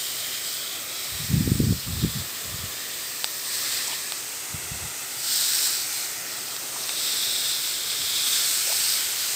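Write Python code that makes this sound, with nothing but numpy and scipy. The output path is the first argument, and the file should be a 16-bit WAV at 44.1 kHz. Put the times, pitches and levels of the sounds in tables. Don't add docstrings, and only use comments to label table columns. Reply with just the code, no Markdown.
import sys
import numpy as np
from scipy import signal
from scipy.fft import rfft, irfft
from scipy.io import wavfile
from scipy.ndimage import uniform_filter1d

SR = 44100
rng = np.random.default_rng(int(sys.argv[2]) if len(sys.argv) > 2 else 0)


def master_out(mix):
    frames = np.transpose(np.atleast_2d(mix))
    ceiling = np.clip(frames, -1, 1)
    pcm = np.round(ceiling * 32767).astype(np.int16)
    wavfile.write(sys.argv[1], SR, pcm)


N = 412335
FRAME = 512
TIME = np.arange(N) / SR


def amp(db):
    return 10 ** (np.asarray(db) / 20)


def evened(x):
    return x / np.sqrt(np.mean(x ** 2) + 1e-20)


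def spectrum(points, hz):
    point_hz, point_db = np.transpose(points)
    return np.interp(np.log(hz + 1), np.log(point_hz + 1), point_db)


def curves(rows, t):
    row_s, *columns = np.transpose(rows)
    return [np.interp(t, row_s, column) for column in columns]


def swells(rows, t, rise_db_per_s, fall_db_per_s):
    start, length, level_db = np.transpose(rows)[:3, :, None]
    early = np.maximum(start - t, 0)
    late = np.maximum(t - start - length, 0)
    swell_db = level_db - rise_db_per_s * early - fall_db_per_s * late
    return amp(np.maximum(swell_db, -600)) ** 2


def add(mix, start_s, sound):
    part = mix[max(round(start_s * SR), 0):][:len(sound)]
    part += sound[:len(part)]


def coloured(x, points):
    hz = np.fft.rfftfreq(len(x), 1 / SR)
    return irfft(rfft(x) * amp(spectrum(points, hz)), len(x))


def shaped(x, field_db, size=FRAME):
    overlap = size * 3 // 4
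    hz, t, frames = signal.stft(x, SR, nperseg=size, noverlap=overlap)
    frames = frames * amp(field_db(hz[:, None], t))
    return signal.istft(frames, SR, nperseg=size, noverlap=overlap)[1][:N]


def patches(hz, t, wide_hz, long_s):
    field = rng.standard_normal((len(hz), len(t)))
    bins = max(round(wide_hz * FRAME / SR), 1)
    frames = max(round(long_s / t[1]), 1)
    field = uniform_filter1d(field, bins, 0)
    return evened(uniform_filter1d(field, frames, 1))


def white():
    return np.sqrt(SR / 2) * rng.standard_normal(N)


# freq_hz [Hz], level_db [dB per Hz]
AIR_SPECTRUM = [(20, -116), (45, -86), (80, -82), (135, -75), (200, -85.5), (290, -80.5), (390, -76),
                (600, -87.5)]


def air():
    return coloured(white(), AIR_SPECTRUM)


# start_s [s], length_s [s], level_db [relative dB]
WIND_PUFFS = [(1.135, 0.011, -35), (1.205, .04, -32), (1.32, 0.094, -17.5), (1.45, 0.11, -22),
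              (1.6, 0.12, -18), (1.88, 0.13, -26.5), (2.035, 0.013, -17.5), (2.16, 0.034, -26.5),
              (2.46, 0.21, -38.5), (4.54, .025, -38), (4.64, .03, -44), (4.72, 0.032, -36),
              (4.833, 0.011, -33), (7.87, .02, -50), (8.0, .05, -47)]
# freq_hz [Hz], level_db [relative dB]
FULL_GUST_SPECTRUM = [(15, -62), (35, -20), (70, 0.5), (110, 1), (160, 1.5), (260, -6.5), (400, -21),
                      (650, -41), (1200, -55), (3000, -90)]


def wind(level_db=-3, full_db=-21, dulling=1.0, knee_hz=130, rise_db_per_s=450, fall_db_per_s=286):
    gust_power = swells(WIND_PUFFS, TIME, rise_db_per_s, fall_db_per_s).max(0)
    gust_db = 10 * np.log10(gust_power)

    def dullness(hz, t):
        weakness_db = np.clip(full_db - np.interp(t, TIME, gust_db), 0, 20)
        return -dulling * weakness_db * np.log2(1 + (hz / knee_hz) ** 2) / 2

    flow = shaped(coloured(white(), FULL_GUST_SPECTRUM), dullness)
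    flow = flow / np.sqrt(uniform_filter1d(flow ** 2, size=2200) + 1e-12)
    return flow * amp(gust_db + level_db)


# centre_s [s], peak_db [relative dB], pitch_hz [Hz]
EDDY_THUMPS = [(1.341, -12, 111), (1.477, -11, 207), (1.519, -7, 159), (1.603, -8.5, 208),
               (1.635, -15, 198), (1.709, -12.5, 139), (1.726, -18, 260), (2.048, -11.5, 169),
               (2.545, -28, 108), (2.64, -26, 100), (4.546, -25.5, 112), (4.719, -27.5, 100)]


def thumps(level_db=-2):
    out = np.zeros(N)
    t = np.arange(-900, 900) / SR
    for centre_s, peak_db, pitch_hz in EDDY_THUMPS:
        phase = 2 * np.pi * pitch_hz * t
        swing = phase * np.exp((1 - phase ** 2) / 2)
        add(out, centre_s + t[0], amp(peak_db + level_db) * swing)
    return out


# start_s [s], length_s [s], level_db [dB rms], centre_hz [Hz]
LEAF_RUSTLES = [(0.204, .22, -44.5, 2140), (1.81, 0.057, -41, 3220), (3.601, 0.27, -42, 1880),
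                (3.867, 0.019, -32.5, 6040), (3.87, 0.077, -43, 900), (3.908, .04, -36, 3180),
                (6.757, .02, -41, 1000), (6.89, .014, -37, 2400), (8.252, 0.22, -44, 1800),
                (8.665, .055, -40.5, 590), (8.714, 0.02, -36, 860)]


def rustles(width_octaves=0.32):
    out = np.zeros(N)
    for start_s, length_s, level_db, centre_hz in LEAF_RUSTLES:
        n = round(length_s * SR)
        octaves = np.log2((np.fft.rfftfreq(n, 1 / SR) + 1) / centre_hz)
        band = np.exp(-(octaves / width_octaves) ** 2 / 2)
        scuff = irfft(rfft(rng.standard_normal(n)) * band, n)
        add(out, start_s, amp(level_db) * evened(scuff * signal.windows.tukey(n, 0.5)))
    return out


# [dB per octave, about 4 kHz]
TICK_HITS = [(3.2439, -7.5, 1), (4.1220, -13.5, 2), (5.4277, -22, 4), (6.5648, -20.5, 3),
             (6.8931, -14.5, 3), (7.4573, -22, 6), (7.5147, -21, 13), (7.6753, -21, 3), (7.9184, -20, 11)]
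# pitch_hz [Hz], level_db [relative dB], t60_s [s to fall by 60 dB]
TICK_RINGS = [(906, -19, 0.029), (1620, -13, 0.0091), (3020, -8.5, 0.0041), (3750, -2.5, 0.0063),
              (4430, 0, 0.0037), (7660, -11, .004)]


def ticks(level_db=0, low_hz=600):
    out = np.zeros(N)
    t = np.arange(2000) / SR
    for start_s, hit_db, tilt_db in TICK_HITS:
        for pitch_hz, mode_db, t60_s in TICK_RINGS:
            start_db = hit_db + mode_db + tilt_db * np.log2(pitch_hz / 4000)
            ring_db = start_db - 60 * t / t60_s
            add(out, start_s, amp(ring_db + level_db) * np.sin(2 * np.pi * pitch_hz * t))
    bass_cut = signal.butter(2, low_hz, "highpass", fs=SR, output="sos")
    return signal.sosfilt(bass_cut, out)


def patter(per_s, spread_db, share):
    size_db = spread_db * np.minimum(rng.exponential(1, N), 5)
    size = amp(size_db) * rng.choice([-1, 1], N)
    clicks = evened(size * (rng.random(N) < per_s / SR))
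    return np.sqrt(1 - share) * white() + np.sqrt(share * SR / 2) * clicks


# freq_hz [Hz at pitch factor 1], level_db [relative dB per Hz]
LITTER_SPECTRUM = [(990.0, -83), (2470.0, -71), (3020.0, -74), (3330.0, -63.5), (3600.0, -64),
                   (4000.0, -62.5), (4470.0, -65), (5380.0, -63.5), (6710.0, -79.5), (7500.0, -68.5),
                   (9130.0, -79.5), (15390.0, -74.5)]
# start_s [s], length_s [s], level_db [relative dB], pitch [factor],
# ring_hz [Hz of one leaf's lower mode], ring_db [dB added at that mode]
LITTER_SWEEPS = [(0, 0.36, -3, .94, 3040, 2.5), (.52, 0.24, -7.5, 0.91, 3420, 5.5),
                 (0.946, 0.34, -7, 1, 3850, 4), (1.5, 0.45, -11.5, 0.97, 3500, 1),
                 (2.02, 0.18, -5.5, 0.95, 3550, 1), (2.33, 0.62, -8, 0.94, 3550, 1.5),
                 (3.75, .03, -4.5, .91, 3550, 1), (3.907, .03, -3, 0.97, 3550, -4),
                 (6.806, 0.12, -7, 1.16, 3650, 6), (7.04, 0.48, -0.5, 1.004, 3650, 9.5),
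                 (7.65, 0.29, -2.5, 0.98, 3640, 6.5), (8.094, 0.29, 1.9, 0.96, 3630, 6.5),
                 (8.657, 0.2, -7, 0.78, 3450, 0), (8.95, 0.28, -5, 0.92, 3100, 5)]


def litter(hz, t, body_db=-1.54, rest_db=-25, rise_db_per_s=59, fall_db_per_s=80, patchy_db=0.5,
           flutter_db=1.16, ring_width_hz=190, upper_hz=5080, upper_share=0.22):
    passes = swells(LITTER_SWEEPS, t, rise_db_per_s, fall_db_per_s)
    pitch, ring_hz, ring_db = np.transpose(LITTER_SWEEPS)[3:] @ (passes / passes.sum(0))
    lower_mode = 1 / (1 + ((hz - ring_hz) / ring_width_hz) ** 2)
    upper_mode = upper_share / (1 + ((hz - upper_hz) / ring_width_hz) ** 2)
    colour_db = spectrum(LITTER_SPECTRUM, hz / pitch) + ring_db * (lower_mode + upper_mode)
    level_db = body_db + 10 * np.log10(passes.sum(0) + amp(rest_db) ** 2)
    flutter = flutter_db * patches(hz, t, wide_hz=8900, long_s=0.02)
    patchiness = patchy_db * patches(hz, t, wide_hz=400, long_s=0.14)
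    return colour_db + level_db + flutter + patchiness


# freq_hz [Hz], level_db [relative dB per Hz]
LEAF_SPECTRUM = [(600.0, -83.5), (1120.0, -78), (1430.0, -68.5), (2300.0, -71), (3100.0, -68),
                 (3980.0, -59.5), (5140.0, -58), (6530.0, -67), (7980.0, -64.5), (10100.0, -76),
                 (12920.0, -70.5), (15500.0, -69)]
# start_s [s], length_s [s], level_db [relative dB]
LEAF_SWEEPS = [(.48, .04, -10), (1.1, 0.71, -14.5), (3.0, .4, -13.5), (3.53, 0.23, -5.5),
               (3.9, 0.26, -13.5), (5.33, 0.34, 0), (5.95, 0.035, -7.5), (6.3, 0.24, -14),
               (7.03, .66, -6.5), (7.9, 0.13, -10.5), (8.28, 0.48, -4), (8.68, 0.27, -2.5),
               (9.22, 0.15, -7)]


def leaves(hz, t, rest_db=-19, rise_db_per_s=79, fall_db_per_s=54, patchy_db=1.17, flutter_db=0.44):
    passes = swells(LEAF_SWEEPS, t, rise_db_per_s, fall_db_per_s)
    level_db = 10 * np.log10(passes.max(0) + amp(rest_db) ** 2)
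    flutter = flutter_db * patches(hz, t, wide_hz=9000, long_s=0.017)
    patchiness = patchy_db * patches(hz, t, wide_hz=600, long_s=0.11)
    return spectrum(LEAF_SPECTRUM, hz) + level_db + flutter + patchiness


# freq_hz [Hz], level_db [dB per Hz]
NOZZLE_SPECTRUM = [(300.0, -78), (420.0, -78.5), (600.0, -78), (1020.0, -77.5), (1240.0, -76),
                   (1590.0, -75), (1930.0, -72.5), (2700.0, -74.5), (4590.0, -78), (6300.0, -72),
                   (10120.0, -82), (13200.0, -79), (14440.0, -78), (15490.0, -80)]
# time_s [s], hiss_db [relative dB],
# tilt_db [dB per octave, about 3 kHz], sizzle_db [dB added to the top treble]
NOZZLE_AIM = [(0, 0, 0.6, 1), (.7, -1.4, -1.1, 4), (1.2, -0.7, -0.6, 4), (1.8, -4, -1, 7),
              (2.4, -1, -.5, 2), (2.9, -2, -1, 5), (3.4, -1.5, -.4, 6), (3.77, 1.1, -0.9, -9),
              (4.2, -.6, -.2, 0), (4.9, .5, 0.2, -6), (5.4, -2, 0, 5), (5.9, 2.5, 0.8, -4),
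              (6.45, -0.8, -1.5, 4), (6.85, 1.5, -.5, -1), (7.45, -1.3, -0.5, -2), (8.1, 1.5, 0.6, -11),
              (8.45, 4.8, 1.7, -5), (9.35, 4, 0.9, -5)]


def nozzle(hz, t, patchy_db=1.1, low_hz=260, sizzle_hz=14500, sizzle_width_hz=1700):
    hiss_db, tilt_db, beam_db = curves(NOZZLE_AIM, t)
    low_cut_db = -10 * np.log10(1 + (low_hz / (hz + 1)) ** 6)
    octaves = np.log2(np.maximum(hz, low_hz) / 3000)
    body_db = spectrum(NOZZLE_SPECTRUM, hz) + hiss_db + tilt_db * octaves
    sizzle_db = beam_db * np.exp(-((hz - sizzle_hz) / sizzle_width_hz) ** 2)
    patchiness = patchy_db * patches(hz, t, wide_hz=500, long_s=0.39)
    return body_db + sizzle_db + low_cut_db + patchiness


def echo_band(hz, low_hz=450, top_hz=3300):
    treble_loss = 1 / (1 + (hz / top_hz) ** 4)
    bass_loss = 1 / (1 + (low_hz / (hz + 1)) ** 4)
    return treble_loss * bass_loss


# time_s [s], upright_ms [ms delay],
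# upright [strength 0-1], inverted_ms [ms delay], inverted [strength 0-1]
GROUND_ECHOES = [(0, 1.65, 0.16, 1.2, .2), (.9, 1.52, 0.27, 1.07, .28), (1.4, 1.66, .1, 1.28, .04),
                 (2.8, 1.67, 0.23, 1.3, 0.18), (4, 1.63, 0.15, 1.35, 0.2), (4.5, 1.44, .28, 1.6, .13),
                 (5, 1.5, .38, 1.82, 0.24), (5.5, 1.24, .1, 1.83, 0.1), (6.45, 1.56, 0.25, 1.87, .24),
                 (7.05, 1.5, 0.12, 1.06, 0.01), (8.4, 1.25, 0, 1.03, .24), (9.35, 1.44, .1, 1.06, 0.02)]


def ground_echo(hz, t):
    upright_ms, upright, inverted_ms, inverted = curves(GROUND_ECHOES, t)
    turn_per_ms = -2j * np.pi * hz / 1000
    echoes = upright * np.exp(turn_per_ms * upright_ms) - inverted * np.exp(turn_per_ms * inverted_ms)
    return 20 * np.log10(abs(1 + echo_band(hz) * echoes) + 1e-6)


def spray():
    direct = shaped(white(), nozzle)
    direct += shaped(patter(per_s=3500, spread_db=4.0, share=0.25), leaves)
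    direct += shaped(patter(per_s=2200, spread_db=2.5, share=0.22), litter)
    return shaped(direct, ground_echo, size=2048)


def scene():
    mono = air() + wind() + thumps() + rustles() + ticks() + spray()
    return np.array([mono, mono])


# freq_hz [Hz], gain_db [dB]
MIC_RESONANCE = [(6590.0, -1.0), (7290.0, 1.95), (8360.0, 7), (8770.0, 6.5), (9530.0, 0.3), (10100.0, -0.3),
                 (11640.0, 1.56)]


def record(dry, bass_cut_hz=42, edge_hz=15600):
    heard = np.array([coloured(channel, MIC_RESONANCE) for channel in dry])
    bass_cut = signal.butter(2, bass_cut_hz, "highpass", fs=SR, output="sos")
    heard = signal.sosfilt(bass_cut, heard)
    band_limit = signal.firwin(511, edge_hz, window=("kaiser", 9), fs=SR)
    return signal.oaconvolve(heard, band_limit[None], "same")


dry = scene()
out = record(dry)
master_out(out)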